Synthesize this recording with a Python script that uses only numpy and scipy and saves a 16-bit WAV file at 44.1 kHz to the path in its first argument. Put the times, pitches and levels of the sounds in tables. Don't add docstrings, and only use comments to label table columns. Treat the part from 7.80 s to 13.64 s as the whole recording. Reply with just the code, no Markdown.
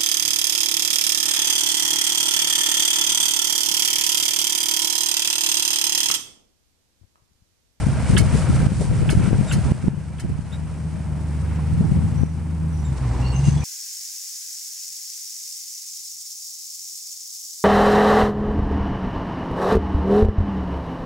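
import sys
import numpy as np
from scipy import signal
from scipy.fft import rfft, irfft
from scipy.io import wavfile
from scipy.ndimage import uniform_filter1d, minimum_filter1d

SR = 44100
rng = np.random.default_rng(int(sys.argv[2]) if len(sys.argv) > 2 else 0)


def store_pcm(level_fs):
    pcm = np.round(np.clip(level_fs, -1, 1) * 32767).astype(np.int16)
    wavfile.write(sys.argv[1], SR, np.atleast_2d(pcm).T)


N = 257544
T = np.arange(N) / SR
HZ = np.fft.rfftfreq(N, 1 / SR)
TRUCK_SIDE_DB = -0.3

# time in seconds, firing rate in Hz, throttle in dB.
ENGINE_RUN = [(0.0, 68.46, -2), (0.41, 70.63, 0.5), (0.71, 68.3, -1), (0.86, 62.28, 4), (1.2, 75.4, -1.5),
              (2.05, 71.46, -1), (2.39, 78, 1), (2.55, 76, -3), (2.85, 78.9, 0), (3.15, 77.6, -1),
              (3.4, 74.83, 0), (3.6, 75.48, 1.5), (3.85, 77.97, 0.5), (4.1, 80.7, -2.5), (4.5, 81.06, -2.5),
              (4.88, 80.34, 0.5), (5.04, 74.7, 0), (5.16, 63.55, -3), (5.32, 59.99, -1), (5.5, 65.15, 1),
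              (5.62, 69.6, -0.5), (5.84, 74.3, 0)]
# multiple of the firing rate, level in dB, change under load in dB.
EXHAUST_ORDERS = [(4 / 6, -27, 0), (1, 0, -1.096), (8 / 6, -12.5, -2), (10 / 6, -18.5, 0),
                  (11 / 6, -12.5, -2.4), (2, -4, 0.9), (13 / 6, -13.5, -1), (15 / 6, -25, 0),
                  (16 / 6, -19.5, 0), (2.7, -24.5, 0), (20 / 6, -24, -3)]
# frequency in Hz, width in Hz, gain in dB.
PIPE_MODES = [(166.8, 35, 0.5), (255.4, 28.4, -2), (340, 60, -7.5), (480, 100, -16)]
# frequency in Hz, relative density in dB.
RUMBLE_SPECTRUM = [(20, -42), (45, -15), (70, -0.5), (130, 10), (180, 4.5), (250, -3), (400, -20.5),
                   (800, -57), (2000, -43)]
# frequency in Hz, relative density in dB.
CLATTER_SPECTRUM = [(100, -8.5), (250, 8), (400, -0.5), (600, -7), (780, -1), (950, -1.5), (1150, -6),
                    (1400, -16), (2000, -13), (4000, -39), (12000, -76)]
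# frequency in Hz, relative density in dB.
STONE_SPECTRUM = [(300, 1.5), (480, 6.5), (600, 3.5), (1050, -4), (1380, 4), (1900, -2.5), (2400, -2),
                  (3000, -7), (3700, -14.5), (6000, -18), (12000, -73)]
# frequency in Hz, relative density in dB.
GRIT_SPECTRUM = [(500, -17), (2000, 1), (3200, -4), (4000, -2.5), (5200, -0.5), (7000, -2), (8300, 2),
                 (9400, 1.5), (10200, -5.5), (11200, -12), (12000, -35), (14000, -36), (15500, -55)]
# middle in seconds, length in seconds, grit change in dB, stone change in dB.
GRAVEL_PATCHES = [(0.316, 0.084, 5.5, 3), (0.58, 0.11, 5, 1.8), (0.761, 0.025, 4.5, -2),
                  (1.012, 0.13, 7, -5), (1.455, 0.11, 4.5, 6.5), (3.786, 0.3, 1, 5), (4.18, 0.28, 0.5, 1),
                  (5.18, 0.021, 6, 2), (5.704, 0.21, 7.5, -5)]
# frequency in Hz, relative density in dB.
WIND_SPECTRUM = [(15, -37), (35, -11), (70, -3), (115, 0.5), (160, -1.5), (210, -6.5), (280, -23),
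                 (520, -37.5), (800, -60), (2000, -70), (8000, -84)]
# frequency in Hz, relative density in dB.
FLAP_SPECTRUM = [(100, -13), (220, 3), (330, 6.5), (500, -6.5), (800, -18.5), (2000, -38), (8000, -76)]
# start in seconds, length in seconds, level in dB, side in dB.
PORT_GUSTS = [(0.042, 0.045, -22, -15), (0.286, 0.15, -15, 5), (0.491, 0.067, -15.5, -1),
              (0.655, 0.46, -18.5, -0.5), (1.1, 0.37, -15, 1.5), (1.499, 0.096, -14, 0.5),
              (1.714, 0.053, -14, -0.5), (1.842, 0.038, -15.5, -10), (2.028, 0.15, -15, 19),
              (2.426, 0.089, -16, -2.5), (2.59, 0.2, -29.5, 9), (3.6, 0.24, -30, 2),
              (3.871, 0.17, -17, -1.5), (4.082, 0.16, -18, 4.5), (4.34, 0.12, -25, 9),
              (5.66, 0.035, -16.5, 8)]
# time in seconds, swing in dB, tip crack in dB, pitch in Hz, side in dB.
EDDY_STRIKES = [(.069, -1.5, -30, 161, 35), (.334, -6.5, -34, 159, -8), (0.551, -0.5, -19, 133, 30),
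                (0.832, -2, -33, 143, -18), (.869, -1, -2, 146, -28), (.92, 0, -30, 160, 8),
                (1.009, -1, -23, 156, 8), (1.353, 1, -36, 119, 11), (1.377, 3.5, -28, 117, -21),
                (1.478, 0, -19, 168, 26), (1.531, -3.5, -2.5, 172, 8.5), (1.612, -0.5, -11, 144, 40),
                (1.92, 0, 0.5, 140.9, -6.5), (2.042, -2.5, -28, 180.3, -17), (2.083, 4.5, 5.5, 192, -13),
                (2.501, -5, -36.5, 127.9, 4), (2.592, -2, -36, 148, -32), (4.01, -3.5, -30, 184, 29),
                (4.12, -0.5, -27, 143, 30), (4.191, -8.5, -43, 125.5, -4), (4.435, -1.5, -1, 166, 38),
                (5.687, 2, -35, 136.9, 9)]
# start in seconds, rattle level in dB, rattle lag in seconds,
# knock level in dB, knock pitch ratio, rattle T60 in seconds, side in dB.
BODY_CLANKS = [(0.366, -19, 0.0086, -19.5, 0.96, 0.088, -4),
               (1.29, -24.5, 0.0092, -22.5, 0.88, 0.093, -1.5),
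               (1.71, -24.5, 0.009, -24.5, 0.87, 0.096, -1), (2.383, -26, 0.011, -37, 0.99, 0.072, -0.5)]
# delay in seconds, base frequency in Hz, width in Hz, gain in dB.
LATCH_MODES = [(0, 3240, 334, -1), (.002, 1740, 303, -1.5), (.005, 840, 250, -29)]
# frequency in Hz, relative density in dB.
CLASH_SPECTRUM = [(700, -18), (1400, -0.5), (3000, -4.5), (3700, -4.5), (5000, 0.5), (7000, -2),
                  (9500, 0.5), (11000, -5), (13200, -16.5), (14500, -36)]
# frequency in Hz, width in Hz, gain in dB.
STEEL_MODES = [(1420, 90, 4), (1680, 150, 2), (2210, 43, 11.5), (2540, 50, 2), (3075, 29, 15.5),
               (4220, 60, 9.5), (4440, 39, 7), (4890, 50, 3.5), (5140, 54, 5), (5550, 65, 2),
               (6670, 55, 8.5), (7920, 58, 6), (8870, 100, 4), (9750, 170, 2), (10900, 140, -10)]
# start in seconds, level in dB, plank pitch in Hz.
RUT_JOLTS = [(0.15, -36, 715), (0.335, -32, 614), (0.445, -40, 689), (0.55, -25, 433), (0.826, -36, 480),
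             (1.008, -15.5, 407), (1.104, -26, 390), (1.43, -33, 327), (1.522, -29, 409),
             (1.848, -33, 956.5), (1.879, -38, 603), (2.165, -27, 329.4), (2.534, -37, 1000),
             (2.755, -37, 745), (3.785, -32.5, 920), (4.007, -22.5, 340), (4.032, -38, 814),
             (4.117, -30, 400), (5.228, -38, 1180)]
# start in seconds, length in seconds, start, peak and end pitch in Hz,
# level in dB, roughness as a fraction of pitch, relative octave level in dB.
SPRING_SQUEAKS = [(1.668, 0.092, 3910, 3720, 3600, -38.5, 0.028, 2),
                  (2.716, 0.061, 3280, 3820, 3840, -32, 0.02, -14),
                  (5.033, 0.1, 3870, 3700, 3487, -51, 0.015, 5.5)]
# frequency in Hz, relative density in dB.
SCRAPE_SPECTRUM = [(600, -20), (1600, 2), (3000, -10), (5000, -14), (10000, -25)]
# start in seconds, end in seconds, pitch in Hz, level in dB.
DRUM_SQUEALS = [(2.95, 3.553, 623, -42.5), (4.336, 4.574, 5870, -52), (4.9, 5.124, 5860, -52.5),
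                (5.414, 5.492, 2790, -39), (5.475, 5.618, 2800, -41.5), (5.628, 5.721, 2800, -40),
                (5.434, 5.544, 4420, -41), (5.417, 5.509, 4130, -51), (5.45, 5.53, 5507, -51),
                (5.497, 5.56, 8100, -49), (5.537, 5.614, 6250, -40), (5.621, 5.78, 6270, -40),
                (5.62, 5.71, 7200, -47), (5.73, 5.82, 3390, -45.5), (5.73, 5.8, 8020, -52),
                (5.775, 5.89, 6035, -42), (5.813, 5.89, 2430, -36.5)]
# frequency in Hz, width in Hz, relative level in dB.
CHASSIS_MODES = [(519, 33, 3), (633, 33, 5), (714, 66, -1), (954, 31, 0), (1316, 57, -1.5), (1576, 60, -3),
                 (2290, 53, -6.5), (2973, 36, -9)]
# frequency in Hz, left-right correlation.
PORT_CORRELATION = [(60, 0.99), (350, 0.6), (900, 0.87), (2300, 0.78), (4200, 0.63), (8000, 0.53),
                    (14000, 0.14)]


def engine(jitter=0.012, uneven_db=4.0, rumble_db=-15, stumble_db=2.0,
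           front_db=-26, rear_db=-20, tail_passes_s=2.42, tail_swing_s=1):
    firing_hz, throttle_db = curves(ENGINE_RUN)
    rear = (1 + np.tanh((T - tail_passes_s) / tail_swing_s)) / 2
    exhaust_db = front_db + (rear_db - front_db) * rear + throttle_db
    firings = np.cumsum(firing_hz * (1 + jitter * wander(27.4)[0])) / SR
    drone = 0
    for order, db, load_db in EXHAUST_ORDERS:
        sway_db = 0 if order == 1 else uneven_db
        order_db = db + load_db * braking() + sway_db * wander(9.0)
        drone = drone + amp(order_db) * np.cos(2 * np.pi * (order * firings + rng.random()))
    chug_db = (0.04 + 2.5 * braking()) * np.cos(2 * np.pi * firings / 3)
    chug = amp(chug_db + stumble_db * np.tanh(wander(62)[0]))
    rumble = colour(ports(noise()), RUMBLE_SPECTRUM)
    exhaust = unit(drone * chug) + puffs(firings) + amp(rumble_db) * rumble
    return amp(exhaust_db) * exhaust + clatter(firings)


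def puffs(firings, level_db=-13.5, distance_share=0.46, uneven_db=3, gas_db=-4, gas_decay_firings=0.63):
    strength = amp(uneven_db * np.clip(rng.standard_normal(N), -2, 2))
    pulses = np.diff(np.floor(firings), prepend=0) * strength
    gas = rng.standard_normal(N) * np.exp(-(firings % 1) / gas_decay_firings)
    drive = unit(pulses) + amp(gas_db) * unit(gas)
    pipe = sum(amp(db) * resonance(hz, width_hz) for hz, width_hz, db in PIPE_MODES)
    return amp(level_db + distance_share * nearness_db()) * unit(irfft(rfft(drive) * pipe, N))


def clatter(firings, level_db=-36, labour_db=6.0, distance_share=0.53, knock_depth=0.13,
            pull_db=3, pull_s=5.4, pull_length_s=0.22):
    cycle = rng.standard_normal(512)
    growl = np.interp(firings / 6, np.arange(len(cycle)) / len(cycle), cycle, period=1)
    loose = ports(noise())
    pulsing = unit((1 + knock_depth * np.cos(2 * np.pi * firings)) * amp(wander(29)))
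    block = unit(colour(growl * pulsing, CLATTER_SPECTRUM) + colour(loose * pulsing, CLATTER_SPECTRUM))
    load_db = labour_db * braking() + pull_db * bump(pull_s, pull_length_s)
    return amp(level_db + distance_share * nearness_db() + load_db) * pan(TRUCK_SIDE_DB) * block


def tyres(stones_db=-37.5, grit_db=-41.0, stones_scrub_db=4.3, grit_scrub_db=8, scrub_top_hz=8300):
    road_db = nearness_db() + 0.5 * wander(7.0)
    crunch_db = stones_db + road_db + stones_scrub_db * braking()
    hiss_db = grit_db + road_db + grit_scrub_db * braking()
    for s, length_s, grit_change_db, stone_change_db in GRAVEL_PATCHES:
        patch = bump(s, length_s)
        hiss_db += grit_change_db * patch
        crunch_db += stone_change_db * patch
    stones = amp(crunch_db) * crush(STONE_SPECTRUM, per_s=500, size_db=-18, grain_db=-9.5, flutter_db=1)
    grit = amp(hiss_db) * crush(GRIT_SPECTRUM, per_s=1600, size_db=0.5, grain_db=-5, flutter_db=0.97)
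    scrub = irfft(rfft(grit) / np.sqrt(1 + (HZ / scrub_top_hz) ** 8), N)
    return pan(TRUCK_SIDE_DB) * (stones + grit + braking() * (scrub - grit))


def crush(spectrum, per_s, size_db, grain_db, flutter_db):
    cracks = noise() * impacts(per_s, size_db, cap=4)
    flutter = amp(flutter_db * wander(44))
    return flutter * colour(ports(noise() + amp(grain_db) * unit(cracks)), spectrum)


def wind(lump_db=3, swirl_db=4, flap_db=-16.0, flap_growth=3.3):
    swirl = pan(swirl_db * wander(5.5)[0])
    lumps = unit(amp(lump_db * np.minimum(wander(47.0, channels=2), 2)))
    force = airflow() * swirl * lumps
    rumble = force * colour(noise(), WIND_SPECTRUM)
    flap = colour(force ** flap_growth * noise(), FLAP_SPECTRUM)
    thumps, calm = eddies()
    buffet = rumble + amp(flap_db) * rumble.std() * flap
    return calm * np.tanh(buffet) + thumps


def airflow(draught_db=-20, draught_side_db=3, attack_s=0.014, release_s=0.062):
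    power = (amp(draught_db + nearness_db()) * pan(draught_side_db)) ** 2
    for s, length_s, db, side_db in PORT_GUSTS:
        gust = np.clip((T - s) / attack_s, 0, 1) * np.exp(-np.maximum(T - s - length_s, 0) / release_s)
        power += (amp(db) * pan(side_db) * gust) ** 2
    return np.sqrt(power)


def eddies(width_s=0.0032, tip_width_s=0.00044, tick_db=-24):
    thumps, calm = np.zeros((2, N)), np.ones((2, N))
    t = np.arange(-SR // 40, SR // 40) / SR
    eddy = np.exp(-abs(t) / width_s)
    tip = 1 / np.cosh(t / tip_width_s) + amp(tick_db) * np.exp(-abs(t) * SR)
    for s, db, tip_db, hz, side_db in EDDY_STRIKES:
        lean = pan(side_db) / pan(side_db).max()
        swing = amp(db) * eddy * np.cos(2 * np.pi * hz * t)
        add(thumps, s + t[0], lean * (swing + amp(tip_db) * tip))
        add(calm, s + t[0], -lean * eddy)
    return thumps, calm


def clanks(knock_peak_s=0.0033, rise_s=0.0021, chatter_db=4.0, steel_db=-3, snap=1.45):
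    out, t = np.zeros((2, N)), T[:SR // 4]
    contact = ports(noise() * amp(chatter_db * np.tanh(wander(250))))
    clash, contact_bins = colour(contact, CLASH_SPECTRUM), rfft(contact)
    steel = sum(amp(db) * width_hz * ring(t, hz, width_hz, rng.random())
                for hz, width_hz, db in STEEL_MODES)
    blow = t / knock_peak_s * np.exp(1 - t / knock_peak_s)
    for s, db, lag_s, knock_db, ratio, t60_s, side_db in BODY_CLANKS:
        now = slice(round(s * SR), round(s * SR) + len(t))
        for delay_s, hz, width_hz, mode_db in LATCH_MODES:
            knock = unit(irfft(contact_bins * resonance(ratio * hz, 2 * width_hz), N))
            add(out, s + delay_s, amp(knock_db + mode_db) * pan(side_db) * burst(blow, knock[:, now]))
        envelope = amp(db - 60 * (t / t60_s) ** snap) * (1 - np.exp(-t / rise_s))
        rattle = burst(envelope, clash[:, now])
        ringing = rattle.std() * unit(signal.fftconvolve(rattle, steel[None], axes=1)[:, :len(t)])
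        add(out, s + lag_s, amp(steel_db) * pan(side_db) * (rattle + ringing))
    return out


def jolts(width_hz=300, rise_s=0.0016, t60_s=0.099):
    out, t = np.zeros((2, N)), T[:SR // 4]
    contact_bins = rfft(ports(noise()))
    for s, db, hz in RUT_JOLTS:
        plank = unit(irfft(contact_bins * resonance(hz, width_hz), N))
        envelope = amp(db - 60 * t / t60_s) * (1 - np.exp(-t / rise_s))
        add(out, s, burst(envelope, plank[:, round(s * SR):][:, :len(t)]))
    return out


def springs(skew=0.62, scrape_db=-9):
    out = np.zeros((2, N))
    scrape = colour(ports(noise()), SCRAPE_SPECTRUM)
    for s, length_s, *path_hz, db, rough, octave_db in SPRING_SQUEAKS:
        slip = 2 * np.linspace(0, 1, int(length_s * SR)) ** skew
        hz = np.interp(slip, range(len(path_hz)), path_hz)
        phase, swell = stick_slip(hz, rough, skew, sharpness=2.5, tremble_db=3.5)
        squeak = swell * (np.sin(phase) + amp(octave_db) * np.sin(2 * phase))
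        rub = amp(scrape_db) * np.sin(np.pi * slip / 2) * scrape[:, :len(slip)]
        add(out, s, amp(db) * (squeak + rub))
    return out


def brakes(rough=0.0042, waver=0.00069, grain_db=-3):
    out = np.zeros((2, N))
    bend = 1 + waver * wander(18)[0]
    grain = 1 + amp(grain_db) * wander(230, channels=2)
    for start_s, end_s, hz, db in DRUM_SQUEALS:
        now = (round(start_s * SR) + np.arange(int((end_s - start_s) * SR))) % N
        phase, swell = stick_slip(hz * bend[now], rough, skew=0.94, sharpness=0.75, tremble_db=5.0)
        tone = np.sin(phase + rng.uniform(-0.29, 1, (2, 1)))
        add(out, start_s, amp(db) * swell * unit(grain[:, now]) * tone)
    return out


def stick_slip(hz, rough, skew, sharpness, tremble_db):
    progress = np.linspace(0, 1, len(hz))
    phase = 2 * np.pi * np.cumsum(hz * (1 + rough * wander(570)[0, :len(hz)])) / SR
    arch = abs(np.sin(np.pi * progress ** skew)) ** sharpness
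    tremble = unit(amp(tremble_db * np.tanh(wander(69)[0, :len(hz)])))
    return phase, arch * tremble


def chassis(level_db=-39, per_s=22, size_db=4, distance_share=1.48):
    out, t = np.zeros((2, N)), T[:SR // 10]
    for hz, width_hz, db in CHASSIS_MODES:
        taps = impacts(per_s, size_db, cap=2.5) * pan(3 * rng.standard_normal(N))
        out += amp(db) * unit(signal.oaconvolve(taps, ring(t, hz, width_hz)[None], axes=1)[:, :N])
    return amp(level_db + distance_share * nearness_db()) * unit(out)


def nearness_db(abreast_s=0.89, nearest_m=3.79, speed_m_per_s=3.45):
    return -20 * np.log10(np.hypot(1, speed_m_per_s * (T - abreast_s) / nearest_m))


def braking(start_s=4.963, rise_s=0.38):
    return np.clip((T - start_s) / rise_s, 0, 1)


def amp(db):
    return 10 ** (np.asarray(db) / 20)


def unit(x):
    return x / np.sqrt(np.mean(x ** 2) + 1e-20)


def noise():
    return rng.standard_normal((2, N))


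def wander(rate_hz, channels=1):
    return unit(irfft(rfft(rng.standard_normal((channels, N))) * np.exp(-(HZ / rate_hz) ** 2), N))


def impacts(per_s, size_db, cap):
    return amp(size_db * np.minimum(rng.exponential(1, N), cap)) * (rng.random(N) < per_s / SR)


def bump(middle_s, length_s):
    return np.exp(-(2 * (T - middle_s) / length_s) ** 2)


def burst(envelope, x):
    return unit(envelope * x) * np.sqrt(np.mean(envelope ** 2))


def resonance(hz, width_hz):
    return 1 / (1 + 2j * (HZ - hz) / width_hz) ** 2


def ring(t, hz, width_hz, phase_turns=0):
    return np.exp(-np.pi * width_hz * t) * np.sin(2 * np.pi * (hz * t + phase_turns))


def curves(rows):
    s, *columns = np.transpose(rows)
    return [np.interp(T, s, column) for column in columns]


def across(rows):
    hz, value = np.transpose(rows)
    return np.interp(np.log(HZ + 1), np.log(hz), value)


def colour(x, spectrum):
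    return unit(irfft(rfft(x) * amp(across(spectrum)), N))


def ports(pair):
    likeness = across(PORT_CORRELATION)
    mid, side = rfft(pair) * np.sqrt([1 + likeness, 1 - likeness])
    return irfft(np.array([mid + side, mid - side]), N)


def pan(side_db):
    gains = amp(np.array([side_db, -side_db]) / 2).reshape(2, -1)
    return gains / np.sqrt(np.mean(gains ** 2, axis=0))


def add(mix, start_s, sound):
    part = mix[:, max(round(start_s * SR), 0):][:, :sound.shape[-1]]
    part += sound[..., :part.shape[1]]


def limiter(x, recovery_db_per_s=5.5, smooth_samples=32):
    over_db = 20 * np.log10(np.maximum(abs(x).max(0), 1))
    recovered_db = recovery_db_per_s * T
    held_db = np.maximum.accumulate(over_db + recovered_db) - recovered_db
    return x * amp(uniform_filter1d(minimum_filter1d(-held_db, smooth_samples), smooth_samples))


def scene():
    return engine() + tyres() + chassis() + wind() + jolts() + clanks() + springs() + brakes()


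def record(dry):
    lowpass = signal.firwin(511, cutoff=15100, window=("kaiser", 9), fs=SR)
    return signal.oaconvolve(limiter(dry), lowpass[None], "same")


dry = scene()
out = record(dry)
store_pcm(out)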